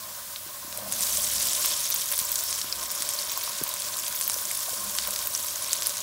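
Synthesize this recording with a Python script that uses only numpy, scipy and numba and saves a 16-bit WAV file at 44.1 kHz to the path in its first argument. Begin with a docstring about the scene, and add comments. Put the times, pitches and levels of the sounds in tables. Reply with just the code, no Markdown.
"""A fine fizz of onions in hot oil, close by at the stove; then wet beans slide into the deep pan and the
oil boils up. Bursting steam bubbles make a hiss, a dense crackle and single pops, steam whistles faintly
between the beans, and the boiling hums in the pan. Landing beans shake the pan on its stand and a spatula
knocks now and then. One microphone, with the burner and the kitchen rumbling low behind it all."""
import sys
import numpy as np
from scipy import signal
from scipy.fft import rfft, irfft, next_fast_len
from scipy.io import wavfile
from scipy.ndimage import uniform_filter1d
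from numba import njit

SR = 44100
rng = np.random.default_rng(int(sys.argv[2]) if len(sys.argv) > 2 else 0)


def waveform_to_disk(signal):
    """Save audio, clipped to [-1, 1], as 16-bit WAV at the path in sys.argv[1]."""
    frames = np.transpose(np.atleast_2d(signal))
    scaled = np.clip(frames, -1, 1) * 32767
    samples = np.round(scaled).astype(np.int16)
    wavfile.write(sys.argv[1], SR, samples)


N = 265614

# spectrum of the boiling, for both hiss and crackle: (frequency [Hz], level [dB])
BOIL_SPECTRUM = [(1000, -42), (1700, -15), (2090, -14), (2920, -8.5), (3930, -4.5), (5290, -0.5),
                 (9950, -1), (13300, -4), (15000, -2.5), (15700, -2)]
# heaps of beans landing in the pan: (start [s], end [s], stand shudder [dB], floor patter [dB])
BEAN_HEAPS = [(.8, 1.023, -63, -48), (1.056, 1.48, -51.5, -50.5), (2.26, 2.33, -58, -61.5),
              (2.67, 2.82, -56, -58), (4.767, 4.92, -60, -53), (4.98, 5.22, -60, -57)]
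TIME = np.arange(N) / SR
BEANS_IN_S = BEAN_HEAPS[0][0]


def undb(db):
    return 10 ** (np.asarray(db) / 20)


def at_rms(x, db):
    return x * undb(db) / np.sqrt(np.mean(x ** 2))


def spectrum_db(points, hz):
    """A spectrum read on a log-frequency axis."""
    point_hz, db = np.transpose(points)
    return np.interp(np.log(hz), np.log(point_hz), db)


def coloured_noise(points):
    """Noise with the given spectrum."""
    size = next_fast_len(N)
    hz = np.arange(size // 2 + 1) * SR / size + 1
    return irfft(rfft(rng.standard_normal(size)) * undb(spectrum_db(points, hz)), size)[:N]


def wander(rate_hz):
    """Random steps, smoothed twice; their spread is near 1."""
    hold = int(SR / rate_hz)
    steps = np.repeat(rng.standard_normal(N // hold + 1), hold)
    return 1.69 * uniform_filter1d(uniform_filter1d(steps, hold), hold)[:N]


def resonance(x, hz, width_hz):
    """A resonance with gain 1 at its centre."""
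    return signal.lfilter(*signal.iirpeak(hz, hz / width_hz, fs=SR), x)


@njit
def bursts(times, gain, hz, cycles, phase):
    """Tone bursts that peak at their times and die away, gliding slightly upward."""
    out = np.zeros(N)
    for k in range(len(times)):
        rise = .2 * cycles[k] / hz[k] * SR
        start = int(times[k] * SR - rise)
        for i in range(max(0, -start), min(int(9 * rise) + 2, N - start)):
            age = i / rise
            angle = phase[k] + 2 * np.pi * hz[k] * (i - rise) / SR * (1 + 0.0049 * age)
            out[start + i] += gain[k] * age * np.exp(1 - age) * np.sin(angle)
    return out


def in_pan(times, gain, hz, cycles, echo_db, t60_s, spots):
    """Bursts from several spots in the pan; the walls smear each spot in its own way for a few ms."""
    times, gain, hz, cycles = (column * np.ones(len(times)) for column in (times, gain, hz, cycles))
    phase, place = rng.random((len(times), 2)).T
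    t = np.arange(int(t60_s * SR)) / SR
    out = 0
    for spot in range(spots):
        walls = rng.standard_normal(len(t)) * np.minimum(t / 0.00076, 1) * undb(echo_db - 60 * t / t60_s)
        walls[0] = 1  # the direct path to the microphone
        here = (place * spots).astype(int) == spot
        direct = bursts(times[here], gain[here], hz[here], cycles[here], 2 * np.pi * phase[here])
        out = out + signal.oaconvolve(direct, walls)[:N]
    return out


def kitchen_rumble():
    """Room tone: the burner and the kitchen rumble behind the pan."""
    # burner and room noise: (frequency [Hz], level [dB])
    rumble_spectrum = [(20, -30), (36, 0), (55, -1.5), (100, 6), (128, -1), (150, -10), (250, -12),
                       (420, -31), (800, -17), (2000, -9.5), (3200, -18.5)]
    return at_rms(coloured_noise(rumble_spectrum) * undb(0.65 * wander(5)), -55.5)


def landing_beans(rise_s=0.26, fall_s=0.21):
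    """The pan shudders on its stand and its floor drums; both swell with each heap of beans."""
    shudder_db, patter_db = -79, -59.5  # between the heaps
    for start, end, heap_shudder_db, heap_patter_db in BEAN_HEAPS:
        fade_db = 20 * np.maximum((start - TIME) / rise_s, (TIME - end) / fall_s).clip(0)
        shudder_db = np.maximum(shudder_db, heap_shudder_db - fade_db)
        patter_db = np.maximum(patter_db, heap_patter_db - fade_db)
    stand_hz = 64.6 + 1.4 * wander(8)
    shudder = np.sin(2 * np.pi * np.cumsum(stand_hz) / SR) * undb(2.6 * wander(14))
    taps = rng.standard_normal(N) * undb(1.2 * wander(24.83))
    floor_modes = [(196, 25, 1), (130, 90, .5), (300, 150, .15), (600, 130, .9)]
    patter = sum(gain * resonance(taps, hz, width_hz) for hz, width_hz, gain in floor_modes)
    return undb(shudder_db) * at_rms(shudder, -0.5) + undb(patter_db) * at_rms(patter, 2.9)


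def knocks():
    """Each knock is a dull thud with the short woody tick of the contact."""
    # knocks of spatula, steel plate and beans: (time [s], level [dB], pitch [Hz], length [cycles])
    contacts = [(.465, -43, 332, 3.4), (.648, -41, 290, 3.2), (.68, -42, 260, 2.7), (.785, -38.5, 557, 6.5),
                (1.185, -33.5, 600, 13), (1.647, -27, 1150, 3), (2.215, -41, 170, 2.2),
                (2.645, -33.5, 330, 1.1), (3.005, -38, 250, 1.7), (3.375, -29.5, 960, 5.3),
                (3.477, -27.5, 1090, 5.7), (3.6135, -33, 1300, 5), (3.615, -24.5, 348, 1.7),
                (3.623, -32, 170, 1.5), (3.665, -30.5, 1000, 9.9), (3.963, -30, 1150, 3.6),
                (3.983, -32, 1100, 5), (4.12, -47, 320, 2.4), (4.138, -37, 1300, 3),
                (4.299, -26.5, 1000, 3.9), (4.325, -32, 1350, 3), (4.365, -37, 514, 4.8),
                (4.68, -31, 1080, 6.3), (4.687, -33.5, 690, 7.8), (4.733, -35, 530, 5.1),
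                (4.88, -47, 203, 16)]
    times, db, hz, cycles = np.transpose(contacts)
    thuds = in_pan(times, undb(db), hz, cycles, echo_db=-60, t60_s=0.046, spots=3)
    tick_gain = 2 * undb(db) * np.minimum(cycles ** -1.5, 1)
    ticks = in_pan(times - .001, tick_gain, hz=1200, cycles=2, echo_db=-35, t60_s=.03, spots=3)
    return thuds + ticks


def pan_hum(dry_db=-48.5, wet_db=-44.5, rise_s=0.21):
    """The boiling shakes the pan floor in small uneven blows, harder once the beans are in."""
    # resonances of the pan: (frequency [Hz], width [Hz], level [dB])
    pan_modes = [(341.4, 6.4, -7), (585.4, 58, -3), (683, 17, -11), (960, 15, 0), (1058.4, 61, 0.5),
                 (1223, 88, -8), (1515, 120, -6.5)]
    dryness = np.exp(-np.maximum(TIME - BEANS_IN_S, 0) / rise_s)
    hum_db = wet_db + (dry_db - wet_db) * dryness + 0.5 * wander(7)
    blows = undb(1.28 * wander(70))
    hum = sum(undb(db) * resonance(blows * rng.standard_normal(N), hz, width_hz)
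              for hz, width_hz, db in pan_modes)
    return undb(hum_db) * at_rms(hum, 0.1)


def onion_fizz():
    """Tiny steam bubbles burst on the onions in a fine, even fizz."""
    # the fizz: (frequency [Hz], level [dB])
    fizz_spectrum = [(1000, -61), (1700, -0.5), (2070, -3.5), (2920, -5), (3480, -1), (5910, -9.5),
                     (10800, -0.5), (13500, 0.5), (15700, 6.5)]
    return at_rms(coloured_noise(fizz_spectrum) * undb(.5 * wander(36)), -37.5)


def steam_vents(fade_s=0.17):
    """Steam sputters and whistles faintly through gaps between the beans."""
    # steam jets: (start [s], end [s], pitch [Hz], width [Hz], level relative to the boiling [dB])
    jets = [(.95, 1.65, 3000, 100, -24), (0.83, 1.4, 3450, 120, -26), (1.2, 2.1, 5400, 250, -13.5),
            (0.96, 1.91, 8000, 2100, -9), (2.3, 3.4, 5400, 200, -12)]
    out = 0
    for start, end, hz, width_hz, db in jets:
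        jet = resonance(rng.standard_normal(N) * undb(2.2 * wander(40)), hz, width_hz)
        fade = np.clip(np.minimum(TIME - start, end - TIME) / fade_s, 0, 1)
        out = out + at_rms(jet, db) * fade
    return out


def boil_hiss(brightness):
    """Each band of the hiss flickers by itself as patches of food boil up and calm down."""
    noise = coloured_noise(BOIL_SPECTRUM)
    bands_hz = 1700 * 1.25 ** np.arange(11)
    hiss = at_rms(sum(resonance(noise, hz, .3 * hz) * undb(1.6 * wander(25.02)) for hz in bands_hz), 0.22)
    lows = signal.lfilter(*signal.butter(1, 6500, fs=SR), hiss)
    return undb(-.7 * brightness) * lows + undb(0.69 * brightness) * (hiss - lows)


def boil_crackle(brightness, count=22000):
    """Countless steam bubbles of every size burst in the oil."""
    when, pitch, size, length = rng.random((count, 4)).T
    hz = 1500 * (16000 / 1500) ** pitch ** .7
    sample = (when * N).astype(int)
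    db = spectrum_db(BOIL_SPECTRUM, hz) + (brightness[sample] + 1.5) * np.log2(hz / 7000)
    db -= 3.9 * length ** 2.4  # long ringers are softer
    db += np.minimum(-3.7 * np.log(1 - size), 13.5)  # a few are much louder
    db += 1.45 * wander(90)[sample]  # small flurries
    cycles = hz / 2200 * 2 ** (3.2 * length ** 1.5 - .9) + 1.2
    bubbles = in_pan(when * N / SR, undb(db), hz, cycles, echo_db=-21.5, t60_s=0.017, spots=6)
    return at_rms(bubbles, 0.33)


def small_pops(count=55, from_s=.92, low_hz=3940, high_hz=14900, shortest_ms=.55):
    """Rows of chance pops once the wet beans are in; low or long-ringing ones are softer."""
    when, drop, pitch, length = rng.random((count, 4)).T
    times = from_s + when * (N / SR - from_s)
    hz = low_hz * (high_hz / low_hz) ** pitch
    cycles = hz * shortest_ms / 1000 * (1 + 2.8 * length ** 2)
    db = -12 - 0.5 * drop - 2.8 * length ** 2 - 4.5 * (1 - pitch)
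    return np.transpose([times, db, hz, cycles])


def pops():
    """A bubble rings at its pitch and cracks as its skin tears; short, loud pops crack most."""
    # the loudest bubbles: (time [s], level [dB], pitch [Hz], length [cycles])
    loud_pops = [(0.3609, -16.5, 3700, 3.8), (0.7268, -20, 4270, 1.8), (0.775, -11.5, 11670, 5.2),
                 (0.7892, -23, 3600, 3.5), (0.9239, -6.5, 9600, 3.5), (0.9367, -17, 6370, 17.1),
                 (1.0083, -7.5, 8900, 8.7), (1.0497, -15, 7840, 7.7), (1.1255, -16.5, 6000, 24),
                 (1.172, -8.5, 7840, 4.2), (1.3358, -9.9, 15030, 9.8), (1.3817, -12, 5300, 5.1),
                 (1.4228, -8, 9730, 4.9), (1.4704, -7.8, 14600, 8.2), (1.533, -4.5, 8700, 4.9),
                 (1.5955, -13, 9910, 9.8), (1.6485, -14, 3200, 2.5), (1.6516, -10, 11150, 3.4),
                 (1.659, 1.5, 12800, 3.3), (1.7629, -15, 6800, 2.3), (1.8352, -11, 9390, 4.1),
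                 (1.903, -4, 13950, 6.5), (1.9096, -12, 9730, 6), (1.922, -16, 4070, 8.8),
                 (1.9253, -13.5, 6030, 15.1), (1.9426, 1, 14600, 6), (1.9605, -9, 8440, 3.8),
                 (2.1171, -5, 15420, 9.0), (2.1234, -2, 9200, 3.2), (2.1341, -19, 1990, 3.2),
                 (2.1787, -9.5, 14130, 11), (2.1901, -4.5, 9800, 3.6), (2.2007, -11, 14380, 8.2),
                 (2.2136, -10, 14040, 7.8), (2.3182, -4.5, 13700, 9.9), (2.3573, -6, 7300, 3.1),
                 (2.3898, -8, 7360, 2.5), (2.4381, -9, 14340, 9.8), (2.5102, -12, 8910, 7.4),
                 (2.5278, -10.5, 5470, 3.5), (2.6153, -8, 5500, 2.7), (2.7259, -9, 4980, 7.1),
                 (2.8295, -14, 5640, 3.3), (2.9161, -14, 14000, 12.0), (2.9515, -11.5, 10380, 4.6),
                 (3.0223, -5, 8150, 2.3), (3.0902, -7, 9050, 7), (3.1371, -10, 7490, 5.7),
                 (3.1891, -15, 4450, 15), (3.3759, -7, 14300, 8.8), (3.6373, -4, 11500, 3.5),
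                 (3.6785, -15, 14210, 11), (3.7398, -8.5, 9700, 4.7), (3.8002, -16, 10100, 13),
                 (3.9719, -17, 11370, 7.6), (4.0813, -11, 11710, 4.1), (4.153, -11, 14770, 14),
                 (4.2117, -4, 9390, 3.5), (4.2785, -1, 14700, 6.5), (4.2981, -6, 7840, 2.6),
                 (4.3183, -7, 8900, 3.7), (4.3424, -11.5, 5670, 6.8), (4.4537, -12, 6980, 7.2),
                 (4.5101, -22.5, 2150, 7.3), (4.5134, -3.5, 10340, 3), (4.5508, -11, 11240, 4.2),
                 (4.5913, -11, 7360, 2.9), (4.662, -20.5, 3500, 3.5), (4.7323, -17, 8270, 3.4),
                 (4.9521, -8.5, 8300, 4.8), (4.9651, -12, 11070, 10), (4.9864, -5, 4670, 1.6),
                 (5.0745, -6, 14000, 6.6), (5.1078, -11, 9700, 6.3), (5.1605, -4.5, 4600, 1.1),
                 (5.1905, -12, 7360, 4.1), (5.2721, -5, 14340, 7.7), (5.3502, -7, 5840, 7.7),
                 (5.4458, -15, 14560, 9.3), (5.4684, -13, 11580, 10), (5.5587, -12, 6420, 5.4),
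                 (5.7099, -19, 4500, 13), (5.7313, 0.5, 7300, 2.7), (5.8224, -9.5, 5730, 2.4),
                 (5.8609, -11.5, 5160, 6.3), (5.87, -2.5, 10160, 8.5), (5.8947, -11.8, 7670, 4.3),
                 (5.9713, -18.5, 6000, 10.4)]
    times, db, hz, cycles = np.vstack([loud_pops, small_pops()]).T
    rings = in_pan(times, undb(db - 2.74), hz, cycles, echo_db=-27, t60_s=0.035, spots=8)
    tear_gain = undb(0.81 * db - 0.45) * np.minimum(hz / cycles / 1500, 1)
    cracks = in_pan(times, tear_gain, np.maximum(hz, 9000), cycles=1.2, echo_db=-20, t60_s=0.0075, spots=8)
    # five neighbouring bubbles go off just after, smaller and at nearby pitches
    lag, detune, drop = rng.random((len(times), 5, 3)).T
    near_times = (times + .0004 + .004 * lag ** 1.3).ravel()
    near_gain = undb(db - 12.5 - 8.1 * drop - 4.5 * lag).ravel()
    near_hz = np.clip(hz * 2 ** (1.1 * detune - .4), 2000, 15500).ravel()
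    spatter = in_pan(near_times, near_gain, near_hz, near_hz / 1500, echo_db=-16, t60_s=.012, spots=4)
    low_cut = signal.butter(2, 1300, "highpass", fs=SR, output="sos")
    return signal.sosfilt(low_cut, rings + cracks + spatter)


def boiling_oil():
    """Water boils off in the oil as hiss, crackle and jets of steam; onions alone crackle less."""
    # course of the boiling: (time [s], level [dB], brightness [dB per octave of crackle])
    boil_course = [(0.0, -40, 1), (0.65, -40.5, 0.5), (0.89, -37.5, 1.5), (0.94, -31.5, 1.5),
                   (1.03, -27.5, 2.5), (1.2, -27.5, 1.7), (1.5, -27.5, 1.5), (1.8, -28, 0), (2.2, -30.5, 1),
                   (2.55, -31, -1), (2.72, -35, -1.5), (3.15, -31.5, 0), (3.6, -33.5, -3.5),
                   (4.05, -32, 0.5), (4.3, -32.5, 1), (5.0, -32, -0.8), (5.85, -32, -0.5),
                   (6.02, -34.5, -3.5)]
    times, db, tilt = np.transpose(boil_course)
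    boil_db = np.interp(TIME, times, db)
    brightness = np.interp(TIME, times, tilt) + 0.76 * wander(9)
    share_db = np.where(TIME < BEANS_IN_S, -7, -2 + 0.05 * np.maximum(boil_db + 32, 0))
    crackle_share = np.minimum(undb(share_db + 0.9 * wander(6)), .98)
    hiss = np.sqrt(1 - crackle_share ** 2) * boil_hiss(brightness)
    crackle = crackle_share * boil_crackle(brightness)
    return undb(boil_db) * (hiss + crackle + steam_vents())


def scene():
    """The pan up close over the room tone, in mono."""
    frying = boiling_oil() + onion_fizz() + pops() + pan_hum()
    return (frying + landing_beans() + knocks() + kitchen_rumble())[None]


def record(dry, low_hz=34, ceiling=1.15, top_hz=15700):
    """The microphone chain drops the lowest rumble, rounds the loudest pops and cuts the top."""
    low_cut = signal.sosfilt(signal.butter(4, low_hz, "highpass", fs=SR, output="sos"), dry)
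    rounded = ceiling * np.tanh(low_cut / ceiling)
    return signal.sosfilt(signal.ellip(10, .2, 70, top_hz, fs=SR, output="sos"), rounded)


dry = scene()
out = record(dry)
waveform_to_disk(out)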